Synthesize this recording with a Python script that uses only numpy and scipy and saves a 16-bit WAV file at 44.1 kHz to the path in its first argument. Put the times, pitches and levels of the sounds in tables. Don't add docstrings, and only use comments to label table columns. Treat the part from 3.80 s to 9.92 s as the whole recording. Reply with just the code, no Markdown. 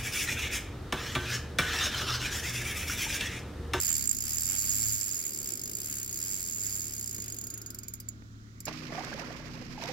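import sys
import numpy as np
from scipy import signal
from scipy.fft import rfft, irfft
from scipy.io import wavfile

SR = 44100
rng = np.random.default_rng(int(sys.argv[2]) if len(sys.argv) > 2 else 0)


def store_pcm(level_fs):
    pcm = np.round(np.clip(level_fs, -1, 1) * 32767).astype(np.int16)
    wavfile.write(sys.argv[1], SR, np.atleast_2d(pcm).T)


N = 270010
T = np.arange(N) / SR
BUZZ_END_S, STOP_S, SWITCH_S = 3.575, 4.3, 4.866


# (frequency [Hz], correlation [-1 to 1])
LIKENESS = [(30, 0.3), (120, 0.75), (300, 0.83), (640, 0.24), (1400, -0.18), (3000, -0.22), (15000, 0)]
# (frequency [Hz], pan [dB])
OPEN_PAN = [(60, 3), (200, -3.5), (700, -3), (1300, -5), (2400, -11.5), (4400, -20.5), (8000, -8.5),
            (14000, 2)]
# (frequency [Hz], pan [dB])
NEAR_PAN = [(200, -2.5), (500, 0.5), (1300, -2), (3000, -6.5)]

# (time [s], speed [turns per s])
ENGINE_SPEED = [(0, 36), (2.2, 36), (3.0, 34.5), (3.7, 36.1)]
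# (multiple of the turning rate, relative level [dB])
DRONE = [(1, -7.5), (2, -0.5), (4, -14), (6, -7.5), (7, -9.5), (8, -22.5), (10, -26)]
# (time [s], level [dB])
FIRING_LEVEL = [(0, -44.5), (0.9, -45.5), (1.12, -39.5), (1.24, -54), (2.0, -51.5), (2.85, -47.5),
                (3.45, -45.5), (3.85, -51), (4.8, -46.5)]
# (multiple of the turning rate, level [dB])
POND_DRONE = [(3, -57.5), (5, -47), (7, -58), (8, -47.5), (10, -55.5), (11, -64)]
# (multiple of its pitch, level [dB])
POND_HUM = [(1, -57), (2, -51)]
POND_ENGINE_HZ, POND_HUM_HZ = 30.83, 62.2
# (time [s], pan [dB])
BASS_PAN = [(0, 19.5), (1.19, 20), (1.24, 1), (4.87, 1)]
BASS_DROP_S, BASS_RETURN_S = 1.17, 0.49
THROB_DB = (-45.5, -59.5, -53.5)
RUMBLE_DB, RUMBLE_EXTRA_DB = -53.5, 4
GUST_DB = 1.17

# (frequency [Hz], density [dB per Hz])
RUMBLE = [(20, 0), (90, 0.5), (160, -1), (220, 2.5), (300, -4.5), (400, -27.5)]
# (frequency [Hz], density [dB per Hz])
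BREEZE = [(350, 9.5), (500, -4.5), (650, -9), (900, -16.5)]
# (time [s], level [dB])
BREEZE_LEVEL = [(0, -59), (1.3, -58.5), (1.7, -54), (2.1, -57.5), (3.9, -58.5), (4.4, -66)]
# (frequency [Hz], density [dB per Hz])
HISS = [(3300, 13.5), (4200, 12), (7000, 11.5), (9000, -6), (12000, -3), (15500, -2)]
# (frequency [Hz], density [dB per Hz])
FAR_RUSH = [(650, -6), (880, -11), (1150, -1), (1400, 3.5), (1700, -3.5), (2100, -7)]
# (frequency [Hz], correlation [-1 to 1])
FAR_RUSH_LIKENESS = [(650, 0.2), (1200, -0.67)]
FAR_RUSH_DB = -64
# (time [s], centre [Hz], level [dB])
WAVER = [(3.9, 2284, -74), (4.08, 2320, -70), (4.3, 2116, -73), (4.5, 1740, -80), (4.65, 1900, -69.5),
         (4.85, 2170, -68)]
WAVER_WIDTH_HZ = 360
# (time [s], level [dB])
KNOCKS = [(3.387, -41), (4.421, -45.5)]
# (frequency [Hz], density [dB per Hz])
KNOCK = [(250, 11), (600, -11), (1300, -7), (2200, -12)]

# (frequency [Hz], density [dB per Hz])
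WIND = [(12, -37), (20, -0.5), (80, -16), (145, -2), (201, -6.5), (247, -7), (380, -16), (435, -16),
        (700, -53), (910, -47), (1540, -120)]
# (time [s], level [dB])
WIND_LEVEL = [(4.87, -44), (4.92, -48.5), (5.93, -45.5), (5.99, -49)]
# (frequency [Hz], density [dB per Hz])
SLOSH = [(350, 1), (550, -3), (750, -11.5), (1100, -4), (1900, -4.5), (2600, -12.5), (3200, -60)]
# (frequency [Hz], density [dB per Hz])
SPRAY = [(1410, 2.5), (2400, 9.5), (3550, 2), (5080, 7), (6270, 0.5), (6780, -2), (9410, -18.5),
         (12800, -12), (15500, -21)]
# (time of peak [s], relative slosh [dB], relative spray [dB], swell [s], fall [s])
SLOSHES = [(4.88, -38.5, -43.5, 0.023, 0.045), (5.0, -49, -49.5, 0.089, 0.81),
           (5.185, -37.5, -47, 0.058, 0.12), (5.29, -42, -48.5, 0.038, 0.22),
           (5.42, -42.5, -52, 0.062, 0.025), (5.53, -45, -85, 0.021, 0.022),
           (6.033, -44.5, -44, 0.044, 0.065), (6.095, -40.5, -43.5, 0.041, 0.069)]
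LAP_DB, FIZZ_DB = -49.5, -51.5
SLOSH_LUMPS_DB = 2
# (time [s], relative level [dB], decay constant [s])
SLAPS = [(4.869, -60, 0.0076), (4.881, -42, 0.0008), (5.121, -40, 0.0066), (5.182, -59, 0.011),
         (5.28, -43, 0.007), (6.022, -57, 0.0036), (6.042, -44, 0.0021), (6.09, -57, 0.004)]
# (time [s], starting pitch [Hz], relative level [dB], decay by 60 dB [s])
PLOPS = [(4.881, 810, -11, 0.006), (4.884, 623, -44, 0.055), (5.09, 488, -43, 0.074),
         (5.121, 624, -35, 0.07), (5.148, 683, -38.5, 0.21), (5.181, 725, -23, 0.056),
         (5.205, 883, -32, 0.05), (5.28, 626, -48, 0.08), (5.484, 480, -32, 0.037),
         (5.505, 680, -30.5, 0.03), (5.522, 727, -38, 0.03), (5.819, 510, -37.5, 0.043),
         (5.978, 846, -30, 0.034), (5.998, 670, -38, 0.049), (6.023, 920, -26.5, 0.024),
         (6.034, 630, -29.5, 0.041), (6.048, 694, -33.5, 0.078), (6.052, 910, -35, 0.043),
         (6.086, 496, -32.5, 0.12), (6.094, 777, -31, 0.045)]
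# (time [s], level [dB])
SPLATS = [(4.882, -31), (4.928, -40), (5.138, -36.5), (5.237, -40), (5.248, -32), (5.34, -36.5),
          (6.038, -28.5), (6.058, -37), (6.089, -37)]
# (frequency [Hz], density [dB per Hz])
SPLAT = [(2500, 13), (6000, 14), (9000, -5), (15000, -4)]

# (time [s], speed [ratchet teeth per s])
SPOOL = [(0.0, 96.1), (0.1, 82.6), (0.22, 65.7), (0.29, 53.1), (0.4, 52.7), (0.47, 75.8), (0.62, 81.6),
         (0.67, 92.2), (0.75, 96.6), (0.8, 102.7), (0.88, 93.5), (1.03, 111.9), (1.12, 102.6), (1.27, 99.9),
         (1.4, 83.3), (1.48, 71.7), (1.57, 74.9), (1.71, 63.2), (1.79, 46.4), (1.87, 51.0), (1.97, 56.7),
         (2.05, 77.1), (2.18, 66.7), (2.3, 60.0), (2.38, 67.8), (2.45, 93.4), (2.53, 99.6), (2.65, 86.6),
         (2.75, 79.2), (2.83, 100.7), (2.96, 102.7), (3.03, 79.9), (3.2, 63.8), (3.4, 52.3), (3.59, 44.0)]
CRUISE_TEETH_PER_S = 75
# (time [s], pan [dB])
REEL_PAN = [(0, -3.5), (1.1, -2), (2.0, 1), (3.6, -1.5), (4.3, -3.5)]
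# (frequency [Hz], density [dB per Hz])
RUSTLE = [(650, -4.5), (950, -10), (1450, -1.5), (1850, -2), (2300, -1.5), (2650, -0.5)]
RUSTLE_DB, RUSTLE_DB_PER_OCTAVE, RUSTLE_FLICKER_DB = -21.5, 6, 2.0
SWISH_S, SWISH_HALF_S, SWISH_HZ, SWISH_WIDTH_HZ, SWISH_DB = 3.83, 0.23, 1431, 160, -60.5

# (time [s], relative level [dB])
SNAP_LEVEL = [(0, -29.5), (0.5, -31.5), (1.15, -32.5), (1.27, -35.5), (1.9, -34.5), (2.8, -36.5),
              (3.6, -36)]
# (frequency [Hz], density [dB per Hz])
SNAP = [(1000, -13), (2250, -6.5), (3000, -19), (4200, -5), (5600, 2), (6300, 6.5), (8000, 8), (9000, -5.5),
        (10500, 7), (13000, 5), (15700, 5)]
# (frequency [Hz], pan [dB])
SNAP_PAN = [(2000, 4), (5800, -0.5), (7500, 11), (8800, 11), (10500, 1.5), (15000, 3.5)]
# (frequency [Hz], density [dB per Hz])
CRACK = [(10500, -8), (13000, 1), (15500, -4)]
# (time [s], relative ring [dB])
CATCHES = [(0.046, -27.5), (0.101, -24.5), (0.114, -28), (0.126, -26), (0.139, -28), (0.223, -30),
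           (0.273, -23), (0.291, -23), (0.311, -21), (0.568, -30.5), (0.618, -27), (0.654, -26.5),
           (0.697, -25), (0.782, -28), (1.036, -30), (1.249, -35), (1.322, -29), (1.464, -29.5),
           (1.719, -31), (1.735, -28), (1.814, -35), (1.95, -27.5), (2.425, -27.5), (2.541, -28.5),
           (2.814, -32), (3.241, -33), (3.274, -32)]
# (time [s], relative snap [dB], spring ring [dB],
# low spool ring [dB], middle spool ring [dB], high spool ring [dB])
TICKS = [(3.585, -36, -40, -60, -39, -51), (3.611, -37, -40, -52, -37, -54),
         (3.638, -38, -38, -57, -39, -43), (3.668, -37.5, -42, -46, -38.5, -47),
         (3.701, -37, -53, -44, -38, -45), (3.738, -34.5, -42, -59, -38, -62),
         (3.775, -38, -46, -58, -40, -47), (3.815, -38.5, -59, -52, -44, -52),
         (3.86, -39.5, -48, -46, -38, -52), (3.903, -37, -44, -50, -58, -50),
         (3.945, -37.5, -46, -59, -52, -47), (3.986, -37.5, -39, -50, -49, -48),
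         (4.032, -39.5, -45, -48, -46, -55), (4.081, -39.5, -37.5, -50, -42, -45),
         (4.136, -36, -39.5, -56, -45, -51), (4.152, -53, -65, -66, -68, -59),
         (4.2, -38.5, -51, -48, -62, -48), (4.286, -39, -31.5, -60, -44.5, -62),
         (4.803, -38.5, -51, -56, -57, -54), (4.853, -34, -44, -45, -40, -50)]
# (frequency [Hz], width [Hz], relative level [dB], pan [dB], left lead [samples])
BODY_MODES = [(2330, 300, -21, -2, 19), (4730, 150, -8.5, -2, 19), (5160, 260, -5.5, -2, 18),
              (7150, 300, -4, -5, 23), (7400, 300, -1.5, -6, 23), (9790, 240, -5.5, 3, 23),
              (11400, 300, -11, -1, 22), (12480, 240, -9, 1, 22), (13060, 360, -1, 3, 22),
              (13550, 300, -10, 3, 22), (14750, 420, -6, 3, 19)]
# (frequency [Hz], decay by 60 dB [s], relative level [dB], pan [dB], left lead [samples])
SPOOL_RINGS = [(4881, .085, 0, -2, 19), (6770, .12, 1.5, -6, 23), (6964, .1, -6, -6, 23),
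               (9364, .085, -1, 4, 22), (11688, .035, 3, 0, 22), (12090, .075, 0, 1, 22),
               (15050, .04, 0, 3, 22)]
LEFT_LEAD = 22
RING_SPLIT_HZ = (6000, 9000)
SPOOL_RING_DB = (-15.5, -7, -16.5)
RING_UNEVEN_DB = 5.5
OFFSET_S = 0.0014
SNAP_DB_PER_OCTAVE, CRACK_DB_PER_HALVING = 1.3, 2.5
SPRING_HZ, RING_DB, RING_DB_PER_OCTAVE = 7370, -2.5, 4.5
CATCH_SOFTER_DB = 0.5
SCRAPE_DB, SCRAPE_DB_PER_OCTAVE, SCRAPE_GRAIN_DB = -23.5, 6.5, 0
TOOTH_UNEVEN_DB, MODE_UNEVEN_DB, SPRING_UNEVEN_DB, BRIGHT_UNEVEN_DB = 1.1, 3.3, 2.6, 2

CUTOFF_HZ = 15950


def from_db(db):
    return 10 ** (np.asarray(db) / 20)


def rms_one(x):
    return x / np.sqrt(np.mean(x ** 2) + 1e-20)


def in_time(rows):
    s, *columns = np.transpose(rows)
    return [np.interp(T, s, c) for c in columns]


def at_hz(points, hz):
    table_hz, values = np.array(points).T
    return np.interp(np.log(hz + 0.0011), np.log(table_hz), values)


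def panned(pan_db):
    gains = from_db(np.array([[.5], [-.5]]) * pan_db)
    return gains / np.sqrt(np.mean(gains ** 2, axis=0))


def left_first(pair, count):
    left, right = pair
    return np.array([left, np.r_[np.zeros(count), right[:-count]]])


def drift(rate):
    r = np.exp(-80 * np.pi * rate / SR)
    white = rng.standard_normal(N // 40 + 2002)
    slow = signal.lfilter([1], [1, -2 * r, r * r], white)[2000:]
    return np.interp(np.arange(N) / 40, np.arange(len(slow)), rms_one(slow))


def resonate(x, hz, width_hz):
    r = np.exp(-np.pi * width_hz / SR)
    poles = [1, -2 * r * np.cos(2 * np.pi * hz / SR), r * r]
    return np.sqrt((1 - r * r) / 2) * signal.lfilter([1, 0, -1], poles, x + 1e-18)


def noise(spectrum, pan, likeness=LIKENESS):
    hz = np.arange(N // 2 + 1) * SR / N
    mid, side = rfft(rng.standard_normal((2, N)))
    alike = np.clip(at_hz(likeness, hz), -1, 1)
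    pair = np.sqrt(1 + alike) * mid + np.sqrt(1 - alike) * side * [[1], [-1]]
    low_hz, high_hz = spectrum[0][0], spectrum[-1][0]
    ends = (1 + (low_hz / (hz + 1)) ** 8) * (1 + (hz / high_hz / 1.2) ** 8)
    colour = from_db(at_hz(spectrum, hz)) / np.sqrt(ends)
    return rms_one(irfft(pair * colour * panned(at_hz(pan, hz)), N))


def bursts(times, levels_db, rise_s, decay_s):
    hits, age = np.zeros(N), T[:SR // 8]
    at = np.clip(np.round(np.asarray(times) * SR).astype(int), 0, N - 1)
    np.add.at(hits, at, from_db(levels_db))
    shape = (1 - np.exp(-(age / rise_s) ** 2)) * np.exp(-age / decay_s)
    return signal.oaconvolve(hits, shape / shape.max())[:N]


def add(out, s, sound):
    at = min(int(s * SR), N - 1)
    out[at:at + len(sound)] += sound[:N - at]


def octaves_over_cruise():
    run_down = np.clip((STOP_S - T) / (STOP_S - BUZZ_END_S), 1e-4, 1)
    return np.log2(in_time(SPOOL)[0] * run_down / CRUISE_TEETH_PER_S)


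def round_the_drop(before_db, after_db, end_db):
    since = np.maximum(T - BASS_DROP_S, 0)
    later_db = end_db + (after_db - end_db) * np.exp(-since / BASS_RETURN_S)
    return before_db + (later_db - before_db) * np.clip(since / 0.021, 0, 1)


def wavering_hiss():
    centre_hz, level_db = in_time(WAVER)
    low_pass = signal.butter(2, WAVER_WIDTH_HZ / 2, fs=SR, output="sos")
    band = rms_one(signal.sosfilt(low_pass, rng.standard_normal((2, N))))
    carrier = np.sqrt(2) * np.sin(2 * np.pi * np.cumsum(centre_hz) / SR)
    fade_in = np.clip((T - BUZZ_END_S) / 0.5, 0, 1)
    return fade_in * panned(-11) * from_db(level_db + 1.65 * drift(19)) * band * carrier


def engine(turns_hz, lines, waver, flutter_db):
    phase = 2 * np.pi * np.cumsum(turns_hz * (1 + waver * drift(4.1))) / SR
    out = 0
    for multiple, db in lines:
        level = from_db(db + flutter_db * drift(1.0))
        out = out + level * np.sin(round(multiple) * phase + 2 * np.pi * rng.random())
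    return out


def bank():
    throb_db = round_the_drop(*THROB_DB)
    lines = [(multiple, db + throb_db) for multiple, db in DRONE] + [(3, in_time(FIRING_LEVEL)[0])]
    drone = engine(in_time(ENGINE_SPEED)[0], lines, waver=0.0034, flutter_db=1.7)
    gust_db = GUST_DB * drift(3.5)
    rumble_db = RUMBLE_DB + round_the_drop(RUMBLE_EXTRA_DB, 0, 0) + .5 * gust_db
    rumble = from_db(rumble_db) * noise(RUMBLE, NEAR_PAN)
    breeze = from_db(in_time(BREEZE_LEVEL)[0] + gust_db) * noise(BREEZE, NEAR_PAN)
    knocks = bursts(*np.transpose(KNOCKS), rise_s=.001, decay_s=0.0031) * noise(KNOCK, NEAR_PAN)
    hiss = from_db(-64.5) * noise(HISS, OPEN_PAN)
    rush = from_db(FAR_RUSH_DB) * noise(FAR_RUSH, NEAR_PAN, FAR_RUSH_LIKENESS)
    bass = (drone + rumble) * panned(in_time(BASS_PAN)[0])
    return bass + breeze + knocks + hiss + rush + wavering_hiss()


def water_levels():
    power = from_db([[LAP_DB], [FIZZ_DB]]) ** 2
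    for s, slosh_db, spray_db, swell_s, fall_s in SLOSHES:
        swell = (np.minimum(T - s, 0) / swell_s) ** 2
        fall = np.maximum(T - s, 0) / fall_s
        power = power + (from_db([[slosh_db], [spray_db]]) * np.exp(-swell - fall)) ** 2
    return 10 * np.log10(power)


def bubble(hz, t60, rise):
    age = T[:int(t60 * SR)]
    envelope = from_db(-60 * age / t60) * (1 - np.exp(-age * hz))
    return np.sin(2 * np.pi * hz * age * (1 + rise * age / t60)) * envelope


def droplets(per_s, low_hz, high_hz, cycles, spread_db):
    sizes = from_db(spread_db * np.minimum(rng.exponential(1, N), 4)) * rng.choice([-1, 1], N)
    born = rng.random(N) < per_s / SR
    pitch = rng.integers(0, 16, N)
    out = 0
    for k, hz in enumerate(np.geomspace(low_hz, high_hz, 16)):
        out = out + resonate(sizes * born * (pitch == k), hz, hz / cycles) * (low_hz / hz) ** .5
    return rms_one(out)


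def gurgle(level_db, per_s, low_hz, high_hz, cycles, spread_db):
    out = np.zeros(N)
    pond_s = T[-1] - SWITCH_S
    for when, pitch, size in rng.random((600, 3))[:int(per_s * pond_s)]:
        s = SWITCH_S + when * pond_s
        hz = low_hz * (high_hz / low_hz) ** pitch
        level = from_db(level_db[int(s * SR)] - spread_db * size) * (low_hz / hz) ** 0.12
        add(out, s, level * bubble(hz, cycles / hz, rise=0.1))
    return out


def pond():
    slosh_db, spray_db = water_levels()
    wind = from_db(in_time(WIND_LEVEL)[0] + 1.0 * drift(8.5)) * noise(WIND, OPEN_PAN)
    drone = engine(POND_ENGINE_HZ, POND_DRONE, waver=0.0018, flutter_db=3.2)
    hum = engine(POND_HUM_HZ, POND_HUM, waver=0.016, flutter_db=2.5)
    slaps = sum(bursts([s], [db], rise_s=0.00028, decay_s=decay) for s, db, decay in SLAPS)
    slosh_gain = from_db(slosh_db - 4.0 + SLOSH_LUMPS_DB * drift(34))
    slosh = (slosh_gain + slaps) * noise(SLOSH, OPEN_PAN)
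    spray = from_db(spray_db + 2.4 * drift(69.0)) * noise(SPRAY, OPEN_PAN)
    drops = droplets(per_s=500, low_hz=2020, high_hz=6160, cycles=11.0, spread_db=-6.0)
    spatter = from_db(spray_db - 15.0) * drops
    spatter = signal.sosfilt(signal.butter(4, 6500, fs=SR, output="sos"), spatter)
    bubbles = gurgle(slosh_db + 6.5, per_s=190, low_hz=505, high_hz=2666, cycles=32.0, spread_db=12.5)
    for s, hz, db, t60 in PLOPS:
        add(bubbles, s, from_db(db) * bubble(hz, t60, rise=0.031))
    splats = bursts(*np.transpose(SPLATS), rise_s=0.00036, decay_s=0.001) * noise(SPLAT, NEAR_PAN)
    water = slosh + spray + splats + spatter * panned(4.4) + bubbles * panned(-6.5)
    return wind + drone + hum + water


def running_line():
    level_db = in_time(SNAP_LEVEL)[0] + RUSTLE_DB + RUSTLE_DB_PER_OCTAVE * octaves_over_cruise()
    rustle = from_db(level_db + RUSTLE_FLICKER_DB * drift(14.0)) * noise(RUSTLE, NEAR_PAN)
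    swell = from_db(SWISH_DB) * np.exp(-((T - SWISH_S) / SWISH_HALF_S) ** 2)
    return rustle + swell * resonate(rng.standard_normal((2, N)), SWISH_HZ, SWISH_WIDTH_HZ)


def per_tooth(times):
    return np.clip(rng.standard_normal(400), -1.6, 1.6)[np.searchsorted(times, T)]


def teeth(jitter_s, uneven_db, ring_uneven_db):
    passed = np.cumsum(in_time(SPOOL)[0][T < BUZZ_END_S]) / SR
    times = np.interp(np.arange(int(passed[-1]) + 1), passed, T[:len(passed)])
    early, hard, true, *seats = rng.standard_normal((400, 6))[:len(times)].T
    octaves = np.interp(times, T, octaves_over_cruise())
    snaps = np.interp(times, T, in_time(SNAP_LEVEL)[0]) + SNAP_DB_PER_OCTAVE * octaves + uneven_db * hard
    rings = snaps + RING_DB + RING_DB_PER_OCTAVE * octaves + ring_uneven_db * np.minimum(true, 1)
    spool = [snaps + db + RING_UNEVEN_DB * np.minimum(seat, 1.6)
             for db, seat in zip(SPOOL_RING_DB, seats)]
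    times = times + jitter_s * early
    for s, db in CATCHES:
        tooth = np.argmin(abs(times - s))
        times[tooth], rings[tooth] = s, db
        snaps[tooth] -= CATCH_SOFTER_DB
    return np.vstack([np.transpose([times, snaps, rings, *spool]), TICKS])


def ring(clicks, hz, t60):
    r, w = from_db(-60 / (t60 * SR)), 2 * np.pi * hz / SR
    return signal.lfilter([0, np.sin(w)], [1, -2 * r * np.cos(w), r * r], clicks + 1e-18)


def spool_rings(times, levels_db):
    out = np.zeros((2, N))
    at = ((times + OFFSET_S) * SR).astype(int)
    for hz, t60, level_db, pan_db, lead in SPOOL_RINGS:
        signs = rng.choice([-1, 1], 400)[:len(times)]
        clicks = np.zeros(N)
        clicks[at] = signs * from_db(level_db + levels_db[np.searchsorted(RING_SPLIT_HZ, hz)])
        out += left_first(panned(pan_db) * ring(clicks, hz, t60), count=lead)
    return out


def drag(snap_db, body_db, spring_db, tail_db, lead_in_db, crack_db):
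    drops = teeth(jitter_s=0.00025, uneven_db=TOOTH_UNEVEN_DB, ring_uneven_db=SPRING_UNEVEN_DB)
    times, snaps, rings, *spool_db = drops.T
    octaves = octaves_over_cruise()
    chatter = bursts(times, snaps, rise_s=0.00088, decay_s=0.0039) * from_db(1.23 * drift(570))
    lead_in = from_db(lead_in_db) * bursts(times - OFFSET_S, snaps, rise_s=0.0011, decay_s=0.00032)
    rattle = from_db(tail_db) * bursts(times, snaps, rise_s=0.0005, decay_s=0.022)
    scrape_db = in_time(SNAP_LEVEL)[0] + SCRAPE_DB + SCRAPE_DB_PER_OCTAVE * octaves
    scrape = from_db(scrape_db + SCRAPE_GRAIN_DB * drift(600))
    contact = (chatter + lead_in + scrape) * (rng.standard_normal(N) + .5 * rng.standard_normal((2, N)))

    bright = from_db(snap_db + BRIGHT_UNEVEN_DB * per_tooth(times))
    snap_noise = noise(SNAP, SNAP_PAN, likeness=[(1000, 0.079), (15000, 0.051)])
    snap = bright * (lead_in + chatter + rattle + scrape) * snap_noise
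    halvings = np.clip(-np.interp(times, T, octaves), 0, 2)
    cracks_db = snaps + crack_db + CRACK_DB_PER_HALVING * halvings
    crack = bursts(times + OFFSET_S, cracks_db, rise_s=0.00031, decay_s=0.0014) * noise(CRACK, SNAP_PAN)
    spring_hz = SPRING_HZ * (1 + 0.0073 * per_tooth(times) + 0.00931 * drift(150.7))
    ping = np.sin(2 * np.pi * np.cumsum(spring_hz) / SR) * bursts(times, rings, rise_s=0.002, decay_s=0.0022)
    out = left_first(snap + crack + from_db(spring_db) * panned(-14) * ping, count=LEFT_LEAD)
    for hz, width_hz, level_db, pan_db, lead in BODY_MODES:
        struck = from_db(level_db + body_db + MODE_UNEVEN_DB * per_tooth(times))
        out += left_first(panned(pan_db) * resonate(struck * contact, hz, width_hz), count=lead)
    return out + spool_rings(times, spool_db)


def scene():
    at_pond = np.clip((T - SWITCH_S) / 0.0016, 0, 1)
    reel = drag(snap_db=-4.0, body_db=-8.5, spring_db=5.5, tail_db=-23.5, lead_in_db=-14.0, crack_db=-3)
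    by_the_reel = reel * panned(in_time(REEL_PAN)[0]) + running_line() + bank()
    return (1 - at_pond) * by_the_reel + at_pond * pond()


def record(dry):
    return signal.sosfilt(signal.ellip(12, .2, 70, CUTOFF_HZ, fs=SR, output="sos"), dry)


dry = scene()
out = record(dry)
store_pcm(out)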